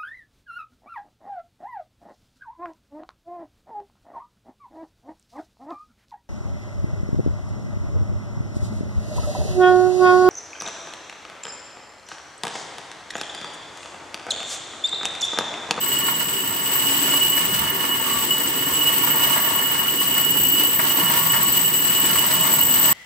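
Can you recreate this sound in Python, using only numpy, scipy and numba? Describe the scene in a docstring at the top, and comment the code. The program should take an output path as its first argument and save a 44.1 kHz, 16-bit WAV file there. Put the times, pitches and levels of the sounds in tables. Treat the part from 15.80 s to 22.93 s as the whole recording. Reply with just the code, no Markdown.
"""Steel pins tumble on the rubber belt of a blasting machine, its door open, in a sheet-metal workshop.
Each impact gives a broadband click and excites three bending modes, which the heap damps in buried pins.
Slides of the heap drive the panel modes of the steel cabinet and the air modes of the drum.
Belt drive and fan rumble underneath, while the listener moves slowly towards the opening."""
import sys
import numpy as np
from scipy import signal
from scipy.fft import rfft, irfft, next_fast_len
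from scipy.io import wavfile
from scipy.ndimage import uniform_filter1d
from numba import njit

SR = 44100
rng = np.random.default_rng(int(sys.argv[2]) if len(sys.argv) > 2 else 0)


def to_wav(s):
    """Save 16-bit WAV."""
    ch = np.atleast_2d(s).T  # columns
    pcm = np.round(np.clip(ch, -1, 1) * 32767)  # PCM
    wavfile.write(sys.argv[1], SR, pcm.astype(np.int16))


N = 314433
TIME = np.arange(N) / SR
FFT_SIZE = 2 * next_fast_len(N // 2 + 8192)
FREQ = np.fft.rfftfreq(FFT_SIZE, 1 / SR)
SIDES = np.array([[1], [-1]])  # left, right; pan_db is left minus right
HALL_T60_S, PANEL_T60_S = 0.3, 0.15
BUILD_S = 0.0035  # a ring builds up among the reflections of the drum


def pins(clatter):
    """Impact excitation: a stream of collisions makes the pins click, rasp and ring."""
    start_s, size = blows(per_s=900, scatter_db=4.0)
    contacts = unit(bursts(start_s, size, t60=0.067, hall_db=-7.0))
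    noise = clicks(contacts, clatter) + wedged_pins(contacts, clatter)
    return noise + buried_pins(start_s, size, clatter) + loose_pins()


# bending modes of a pin: pitch_hz, t60_s, spread_hz, gain_db, pan_db
PIN_MODES = [(2928, 0.27, 8.75, -0.5, -4.5), (7777, 0.16, 29.5, 4, 7), (14480, 0.082, 50.7, 2.5, -0.5)]
def bending(start_s, size, mode, damping_spread, phase_spread, tuning=1):
    """Flexural vibration of bars: length sets each pin's pitch, contact with its neighbours its decay."""
    hz, t60, spread_hz, db, pan_db = mode
    length, damping, place, spot = rng.standard_normal((len(start_s), 4)).T
    pitch_hz = hz * tuning + spread_hz * length
    ring_t60 = t60 * np.exp(damping_spread * np.clip(damping, -2, 1))
    swing = size * np.sign(spot)  # the side struck sets the sign of the first swing
    return rings(start_s, pitch_hz, ring_t60, swing, phase_spread * place) * undb(db + SIDES * pan_db / 2)


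# envelope of the loose pins' first mode: time_s, level_db
FIRST_MODE_LEVELS = [(0.0, -38), (0.2, -28.5), (0.75, -35.5), (1.1, -28.5), (1.41, -26.5), (1.71, -28.5),
                     (2.41, -31.5), (2.91, -30.5), (3.1, -28.5), (4.12, -26.5), (4.8, -23.5), (4.92, -32.5),
                     (5.6, -33), (5.78, -28), (6.2, -29), (6.5, -37), (6.73, -40), (6.83, -28.5),
                     (7.13, -38)]
# envelopes of their overtones: time_s, second_mode_db, third_mode_db
OVERTONE_LEVELS = [(0.0, -30, -29.5), (0.8, -34, -33.5), (0.9, -29.5, -29), (1.51, -28, -26.5),
                   (1.91, -40, -32), (2.41, -30, -30.5), (2.81, -33, -30), (3.31, -32, -24),
                   (4.02, -34, -28.5), (4.72, -28.5, -23), (5.22, -34, -25), (5.72, -26, -23.5),
                   (6.53, -28.5, -25.5), (7.13, -24.5, -20)]
# offset added to each mode's envelope: gain_db
LOOSE_TRIM_DB = [-0.7, 0.13, -1.3]
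def loose_pins():
    """Beating: lightly damped pins on top of the heap ring on together at slightly different pitches."""
    hits = blows(per_s=300, scatter_db=3.0)
    levels = curves(FIRST_MODE_LEVELS) + curves(OVERTONE_LEVELS)
    out = 0
    for mode, level_db, trim_db, phase in zip(PIN_MODES, levels, LOOSE_TRIM_DB, (1.1, 2.2, 2.2)):
        ring = bending(*hits, mode, damping_spread=0.37, phase_spread=phase)
        out += steady(hall(ring, wet_db=-5)) * undb(level_db + trim_db)
    return out


# ring of buried pins relative to the clatter, one per mode: gain_db
BURIED_GAIN_DB = [1.5, -8, -15]
def buried_pins(start_s, size, clatter):
    """Contact damping: the surrounding heap cuts the ring of a buried pin short."""
    out = 0
    for (hz, t60, *rest), gain_db, phase in zip(PIN_MODES, BURIED_GAIN_DB, (1.837, 3.674, 3.674)):
        ring = bending(start_s, size, (hz, 0.13 * t60, *rest), damping_spread=0.21, phase_spread=phase)
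        out += unit(ring) * clatter * undb(gain_db)
    return out


# pins that fall clear: start_s, pitch_hz, first_mode_db, second_mode_db, third_mode_db
FALLING_PINS = [(0.12, 2906, -24, -42, -36), (0.49, 2919, -27, -36, -38), (0.95, 2924, -34, -44, -20),
                (1.069, 2923, -20, -42, -37), (1.32, 2926, -21.5, -40, -40), (1.408, 2923, -19, -38, -34),
                (1.526, 2931, -22.5, -49, -44), (2.11, 2924, -20.5, -46, -38),
                (2.506, 2935, -15.5, -40, -35), (2.935, 2920, -43, -26, -32),
                (3.009, 2924, -19.5, -42, -26), (3.054, 2927, -20.5, -41, -34),
                (3.605, 2923, -23, -46, -44), (4.34, 2912, -20.5, -43, -36), (4.41, 2925, -22.5, -40, -34),
                (4.63, 2929, -29, -28, -20), (4.795, 2930, -19, -41, -32), (4.846, 2920, -28, -44, -36),
                (5.098, 2921, -21, -35, -38), (5.201, 2920, -21, -42, -36), (5.275, 2925, -23, -43, -36),
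                (5.497, 2936, -21, -32, -32), (6.155, 2920, -22.5, -29, -35),
                (6.245, 2937, -20.5, -24, -35), (6.375, 2926, -20.5, -40, -29),
                (6.525, 2938, -19.5, -40, -33), (6.614, 2934, -18, -30, -31), (6.728, 2920, -46, -23, -24),
                (6.805, 2921, -19, -26, -18), (6.918, 2912, -24, -28, -34), (6.985, 2935, -25, -37, -30)]
def falling_pins():
    """Free vibration: single pins land clear of the heap and ring longer, each at its own pitch."""
    start_s, pitch_hz, *mode_dbs = np.transpose(FALLING_PINS)
    tuning = pitch_hz / PIN_MODES[0][0]
    ring = 0
    for (hz, t60, _, db, pan_db), fall_db, phase in zip(PIN_MODES, mode_dbs, (.3, .9, .9)):
        mode = (hz, 1.33 * t60, 0, db, pan_db)
        ring += bending(start_s, undb(fall_db), mode, 0.071, phase, tuning)
    return hall(ring, wet_db=-8.5)


# spectrum of steel striking steel: frequency_hz, left_db, right_db
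CLICK_SPECTRUM = [(396, 8.5, 6), (1430, 12, 12.5), (3560, 9, 11), (4430, 9, 13.5), (5400, 4.5, 10.5),
                  (6600, 3, 12.5), (7260, 3.5, 4), (8170, 20.5, 12), (9470, 14, 3), (10260, 9.5, 5.5),
                  (11270, -12, 4.5), (13200, -28, -28), (15700, 8, 5.5)]
def clicks(contacts, clatter):
    """Brief contact gives a broad spectrum; pins on top of the heap click most sharply."""
    sharp = unit(bursts(*blows(per_s=70, scatter_db=1.5), t60=0.0074, hall_db=-11.5))
    steel = unit(colour(contacts + undb(-11.5) * sharp, undb(spectrum(CLICK_SPECTRUM))))
    hardness_db = curves(OVERTONE_LEVELS)[0]  # hard contacts feed the overtones and also click louder
    return steel * clatter ** .68 * undb(0.33 * hardness_db + 6.0)


# modes of wedged pins: centre_hz, width_hz, gain_db, pan_db
WEDGED_MODES = [(2936, 296, -40.5, -2.5), (7820, 170, -46, -1), (14600, 610, -39, -9)]
def wedged_pins(contacts, clatter):
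    """Damping broadens a resonance: pins wedged tight give their modes as a rasp."""
    envelope = unit(clatter ** .5)
    return sum(unit(colour(contacts, resonances([(hz, width, 0, pan_db)]))) * envelope * undb(db)
               for hz, width, db, pan_db in WEDGED_MODES)


# glancing blows in the doorway: start_s, level_db
GLANCING_BLOWS = [(0.484, -30), (2.06, -32), (2.602, -30), (3.945, -28), (4.367, -28), (6.508, -23.5),
                  (6.94, -22)]
def ticks():
    """Direct sound dominates near the opening: glancing pins tick brightly, with little reverberation."""
    start_s, db = np.transpose(GLANCING_BLOWS)
    return colour(bursts(start_s, undb(db), t60=0.11, hall_db=-16), unit(undb(spectrum(CLICK_SPECTRUM))))


# slides of the heap: middle_s, length_s, clatter_db, drumming_db, boom_db
HEAP_SLIDES = [(0.165, 0.13, -37, -36, -55), (0.298, 0.07, -38, -31, -55), (1.29, 0.82, -37.5, -37.5, -59),
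               (1.81, 0.73, -39, -33, -47), (2.356, 0.38, -38.5, -34, -42), (3.017, 0.79, -39.5, -37, -38),
               (3.498, 0.78, -36.5, -28, -40.5), (4.247, 0.73, -41.5, -39, -56),
               (4.797, 0.44, -61, -51, -38), (5.055, 0.12, -37, -39, -40), (5.36, 0.75, -36, -27, -40),
               (6.364, 0.66, -39.5, -31.5, -46), (6.692, 0.2, -39.5, -28.5, -47),
               (7.12, 0.47, -36.5, -28, -55)]
def heap_envelopes():
    """Avalanching: the belt lifts the heap until part of it slides, in swells above a steady trickle."""
    middle_s, length_s, clatter_db, drumming_db, boom_db = np.transpose(HEAP_SLIDES)
    unrest = wander(per_s=18)
    clatter = surges(middle_s, length_s, clatter_db, rest_db=-40.5) * undb(0.5 * unrest - 0.03)
    drumming = surges(middle_s, length_s, drumming_db, rest_db=-34) * undb(0.78 * unrest)
    boom = surges(middle_s - 0.23, length_s, boom_db, rest_db=-39.5)  # the heap shifts before it slides
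    return clatter * approach(db_per_halving=1.5), drumming * approach(db_per_halving=-0.57), boom


# panel modes of the cabinet: centre_hz, width_hz, gain_db, pan_db
PANEL_MODES = [(631, 57, -6.5, 4.5), (704, 140, -13.5, 0), (902, 44, 0, -1.5), (962, 83, -0.5, -4.5),
               (1110, 53, 2.5, -0.5), (1184, 116, -4.5, -6), (1397, 63, 0, 0.5), (1629, 46, -5, -5.5),
               (1750, 61, -2.5, -6), (1816, 51, -1.5, -4.5), (1946, 86, -6, 0), (2150, 115, -4.5, -3.5)]
def cabinet(drumming):
    """Plate resonance: the steel panels filter the patter of the sliding heap."""
    patter = unit(bursts(*blows(per_s=170, scatter_db=3.0), t60=0.013, hall_db=-5.5)) * drumming
    return colour(patter, unit(resonances(PANEL_MODES)))


# pins that hit the wall: start_s, blow_db, crack_relative_db, ring_hz, ring_db
WALL_KNOCKS = [(0.064, -30, -17, 1760, -31), (0.285, -22.5, -23, 1120, -34),
               (0.406, -26.5, -9.5, 1393, -36), (0.955, -26, -24, 1813, -28), (1.278, -26, -20, 1406, -27),
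               (1.335, -22.5, -18, 1150, -26), (1.576, -21.5, -14, 1730, -32), (1.738, -25, -9, 1415, -34),
               (2.041, -22, -20, 1123, -28), (3.235, -29, -8, 967, -23.5), (3.952, -26.5, -16, 1790, -35),
               (4.06, -27, -21, 1380, -35), (4.214, -31, -6, 1114, -25.5), (4.378, -25, -12, 1394, -31),
               (4.806, -24, -12, 1790, -31), (4.993, -17, -22, 923, -27), (5.531, -23, -12, 1830, -32),
               (5.761, -26.5, -12, 932, -28), (6.252, -26, -7, 1786, -28), (6.355, -22.5, -14, 1112, -22.5),
               (6.668, -31, -7, 900, -30)]
def knocks():
    """A hard hammer favours high modes: a bare pin cracks on a panel, and one mode rings on."""
    start_s, blow_db, crack_db, ring_hz, ring_db = np.transpose(WALL_KNOCKS)
    blow = bursts(start_s, undb(blow_db + 2.0), t60=0.075, hall_db=-24)
    hardness = undb(spectrum([(900, -5.5), (1900, -0.5), (3000, 10)]))
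    knock = colour(blow, hardness * unit(resonances(PANEL_MODES)))
    crack = bursts(start_s, undb(blow_db + crack_db), t60=0.21, hall_db=-14)
    brightness = undb(spectrum(CLICK_SPECTRUM) + spectrum([(2500, 1), (9000, -0.5)]))
    phase = 0.82 * rng.standard_normal(len(start_s))
    clinks = rings(start_s, ring_hz, np.full(len(start_s), PANEL_T60_S), undb(ring_db), phase)
    return knock + colour(crack, brightness) + hall(clinks, wet_db=-7)


# the load judders along the wall: middle_s, length_s, pitch_hz, level_db
WALL_SCRAPES = [(1.21, 0.4, 280, -42), (2.315, 0.125, 1134, -32.5), (3.53, 0.42, 1103, -40),
                (4.8, 0.18, 298, -38), (5.29, 0.25, 955, -37), (5.48, 0.4, 1110, -39.5),
                (6.62, 0.2, 1070, -39), (6.65, 0.57, 633, -46.5), (6.73, 0.36, 915, -42.5)]
def scrapes(slips=32):
    """Stick-slip friction: every slip kicks one panel mode afresh, so the tone comes out rough."""
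    middle_s, length_s, hz, db = np.repeat(WALL_SCRAPES, slips, axis=0).T
    late, force, detune, place = rng.standard_normal((len(hz), 4)).T
    along = (np.arange(len(hz)) % slips + .5 * late) / slips - .5
    start_s = middle_s + along * length_s
    size = undb(db + 2.0) * np.sign(force) * np.sqrt(length_s / PANEL_T60_S)
    ring = rings(start_s, hz * (1 + .004 * detune), np.full(len(hz), PANEL_T60_S), size, .5 * place)
    return hall(ring, wet_db=-9.5)


# air modes of the drum: centre_hz, width_hz, gain_db, pan_db
AIR_MODES = [(275.4, 45, 0.5, -0.5), (297.4, 19, -0.5, 1), (354, 40, -2, -2.5), (470, 100, -5.5, 0.5)]
# heavy lumps landing on the belt: start_s, level_db
BELT_THUDS = [(0.241, -34), (1.05, -33), (1.31, -31.5), (2.76, -33), (2.868, -32.5), (2.979, -33),
              (3.19, -29.5), (4.131, -34), (5.18, -29), (5.671, -33), (6.24, -33), (6.68, -31)]
def drum(boom):
    """Cavity resonance: the load thuds on the rubber and excites the air in the drum."""
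    patter = unit(bursts(*blows(per_s=120, scatter_db=2.0), t60=0.014, hall_db=-6.0)) * boom
    start_s, db = np.transpose(BELT_THUDS)
    thuds = bursts(start_s, undb(db), t60=0.23, hall_db=-11)
    return colour(patter + thuds, unit(resonances(AIR_MODES)))


# the load slumps on the belt: time_s, length_s, thump_db, rumble_db
BELT_SLUMPS = [(1.793, 0.5, -32, -38.5), (2.35, 0.25, -42, -41), (2.905, .15, -37, -53),
               (3.35, 0.34, -44, -42), (3.93, .2, -40, -48), (4.59, 0.34, -32, -43),
               (5.282, 0.33, -50, -42), (5.687, 0.4, -43, -42.5), (6.356, 0.18, -40, -41),
               (6.82, 0.5, -34, -43), (7.03, .2, -38, -45)]
def slumps():
    """Damped oscillation: the whole heap drops on the slack belt with a dull thump."""
    start_s, _, db, _ = np.transpose(BELT_SLUMPS)
    each = np.ones(len(start_s))
    return rings(start_s, hz=74 * each, t60=0.33 * each, size=undb(db), phase=0 * each, build_s=0.022)


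# rumble spectrum of belt and fan: frequency_hz, gain_db
RUMBLE_SPECTRUM = [(20, -28), (50, -31), (70, -28), (85, -9), (110, -3.5), (140, -0.5), (175, 1.5),
                   (215, 0.5), (300, -12), (700, -26.5)]
# motor and fan tones: pitch_hz, level_db
HUM_TONES = [(139, -52), (392, -48)]
def drive():
    """Rotating machinery gives tones over broadband noise; the noise swells as the belt takes a slump."""
    middle_s, length_s, _, rumble_db = np.transpose(BELT_SLUMPS)
    effort = surges(middle_s, length_s, rumble_db, rest_db=-42) * approach(db_per_halving=3.5)
    rumble = unit(colour(diffuse(), undb(spectrum(RUMBLE_SPECTRUM)))) * effort * undb(SIDES * 0.38)
    return rumble + sum(tone(hz, waver_hz=2.77, flutter_db=5.5) * undb(db) for hz, db in HUM_TONES)


# the belt labours: middle_s, length_s, pitch_hz, level_db
DRIVE_DRONES = [(5.26, .12, 175, -34.5), (5.428, 0.19, 166, -37.5), (5.97, 0.1, 170.7, -39),
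                (6.642, .16, 174.6, -36), (7.04, 0.24, 190, -37.5)]
def drones():
    """Forced vibration: a low, unsteady hum swells from the drive under load."""
    return sum(tone(hz, waver_hz=5.0, flutter_db=6.5) * swell(middle_s, length_s) * undb(db)
               for middle_s, length_s, hz, db in DRIVE_DRONES)


# likeness of left and right in the workshop: frequency_hz, correlation
FIELD_CORRELATION = [(50, 0.41), (130, 0.95), (290, 0.93), (640, 0.44), (950, 0.49), (1150, -0.063),
                     (1400, -0.32), (1850, 0.29), (2930, 0.25), (15000, -0.24)]
def diffuse():
    """Diffuse field: white noise at two points, with a correlation that depends on frequency."""
    alike = np.clip(spectrum(FIELD_CORRELATION), -1, 1)
    mid, side = colour(rng.standard_normal((2, N)), np.sqrt((1 + SIDES * alike) / 2))
    return mid + SIDES * side


def hall(x, wet_db):
    """Reverberation: convolution with decaying noise adds the workshop's reflections."""
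    decay = fade(HALL_T60_S)
    tail = diffuse()[:, :len(decay)] * decay
    tail /= np.sqrt(np.sum(tail ** 2) / 2)
    return x + undb(wet_db) * signal.fftconvolve(x, tail, axes=1)[:, :N]


def approach(db_per_halving):
    """Distance law: a layer's gain as the listener walks from 4.7 m to 1.9 m."""
    distance_m = np.interp(TIME, [1.0, TIME[-1]], [4.7, 1.9])
    return undb(db_per_halving * np.log2(distance_m[0] / distance_m))


def blows(per_s, scatter_db):
    """Random collisions, as times and sizes: exponentially distributed levels, many soft, a few hard."""
    count = int(per_s * TIME[-1])
    jitter, chance = rng.random((count, 2)).T
    start_s = (np.arange(count) + 4 * jitter) / per_s % TIME[-1]
    return start_s, undb(scatter_db * np.minimum(-np.log(chance), 4))


def bursts(start_s, size, t60, hall_db):
    """Incoherent sources add in power: each blow is a noise burst with a weak reverberant tail."""
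    energy = np.bincount((np.clip(start_s, 0, TIME[-1]) * SR).astype(int), size ** 2, N)
    direct = signal.fftconvolve(energy, fade(t60) ** 2)[:N]
    tail = undb(hall_db) ** 2 * signal.fftconvolve(energy, fade(HALL_T60_S) ** 2)[:N]
    return np.sqrt(np.abs(direct + tail)) * diffuse()


@njit
def rings(start_s, hz, t60, size, phase, build_s=BUILD_S):
    """Damped oscillators: a decaying sine for each blow, the left side leading by a phase in radians."""
    out = np.zeros((2, N))
    for k in range(len(start_s)):
        start = max(int(start_s[k] * SR), 0)
        pole = np.exp((2j * np.pi * hz[k] - 6.91 / t60[k]) / SR)
        phasor, lead = size[k] + 0j, np.exp(1j * phase[k])
        for i in range(start, min(N, start + int(.8 * t60[k] * SR))):
            phasor *= pole
            rise = min((i - start) / (build_s * SR), 1.)
            out[0, i] += rise * (phasor * lead).imag
            out[1, i] += rise * phasor.imag
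    return out


def resonances(modes):
    """Left and right gain of overlapping resonances, summed in power."""
    return np.sqrt(sum(undb(db + SIDES * pan_db / 2) ** 2 / (1 + 2 * ((FREQ - hz) / width) ** 2) ** 2
                       for hz, width, db, pan_db in modes))


def tone(hz, waver_hz, flutter_db):
    """A sine under random frequency and amplitude modulation."""
    phase = 2 * np.pi * np.cumsum(hz + waver_hz * wander(40)) / SR
    return unit(np.sin(phase) * undb(flutter_db * wander(30)))


def surges(middle_s, length_s, db, rest_db):
    """Swells on a resting level, summed in power."""
    power = sum((undb(level) * swell(at, span)) ** 2 for at, span, level in zip(middle_s, length_s, db))
    return np.sqrt(undb(rest_db) ** 2 + power)


def swell(middle_s, length_s):
    """A Gaussian rise and fall."""
    return np.exp(-(2 * (TIME - middle_s) / length_s) ** 2)


def fade(t60):
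    """Exponential decay by 60 dB in t60 seconds."""
    return np.exp(-np.log(1000) * TIME[:int(t60 * SR) + 2] / t60)


def wander(per_s):
    """A random control with a new value per_s times a second."""
    steps = np.arange(int(per_s * TIME[-1]) + 2) / per_s
    return np.interp(TIME, steps, rng.standard_normal(len(steps)))


def curves(table):
    """Each column of a control table at every sample."""
    time_s, *columns = np.transpose(table)
    return [np.interp(TIME, time_s, column) for column in columns]


def spectrum(points):
    """Each column of a frequency table, joined on a logarithmic axis."""
    hz, *columns = np.transpose(points)
    return np.array([np.interp(np.log(FREQ + 1), np.log(hz), column) for column in columns])


def colour(x, gain):
    """Filter by a gain at each frequency."""
    return irfft(rfft(x, FFT_SIZE) * gain, FFT_SIZE)[..., :N]


def steady(x):
    """Hold the rms at 1 over a tenth of a second; the quick beating stays."""
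    return x / np.sqrt(uniform_filter1d(np.mean(x ** 2, axis=0), SR // 10) + 1e-12)


def unit(x):
    """Scale to rms 1."""
    return x / np.sqrt(np.mean(x ** 2))


def undb(db):
    """Decibels to gain."""
    return 10 ** (np.asarray(db) / 20)


def scene():
    """Superposition of the tumbling pins, the cabinet and drum round them, and the drive."""
    clatter, drumming, boom = heap_envelopes()
    load = pins(clatter) + falling_pins() + ticks()
    housing = cabinet(drumming) + knocks() + scrapes() + drum(boom)
    return load + housing + slumps() + drive() + drones()


def record(dry):
    """Frequency response: the deep bass and a band near 14 kHz are weak, and the top is cut."""
    response_db = spectrum([(30, -13), (52, 0.5), (11000, 2.0), (12200, -1.0),
                            (13200, -4), (13900, -16), (14400, 5.5)])
    lowpass = signal.ellip(10, .2, 80, 15680, fs=SR, output="sos")
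    return signal.sosfilt(lowpass, colour(dry, undb(response_db)))


dry = scene()
out = record(dry)
to_wav(out)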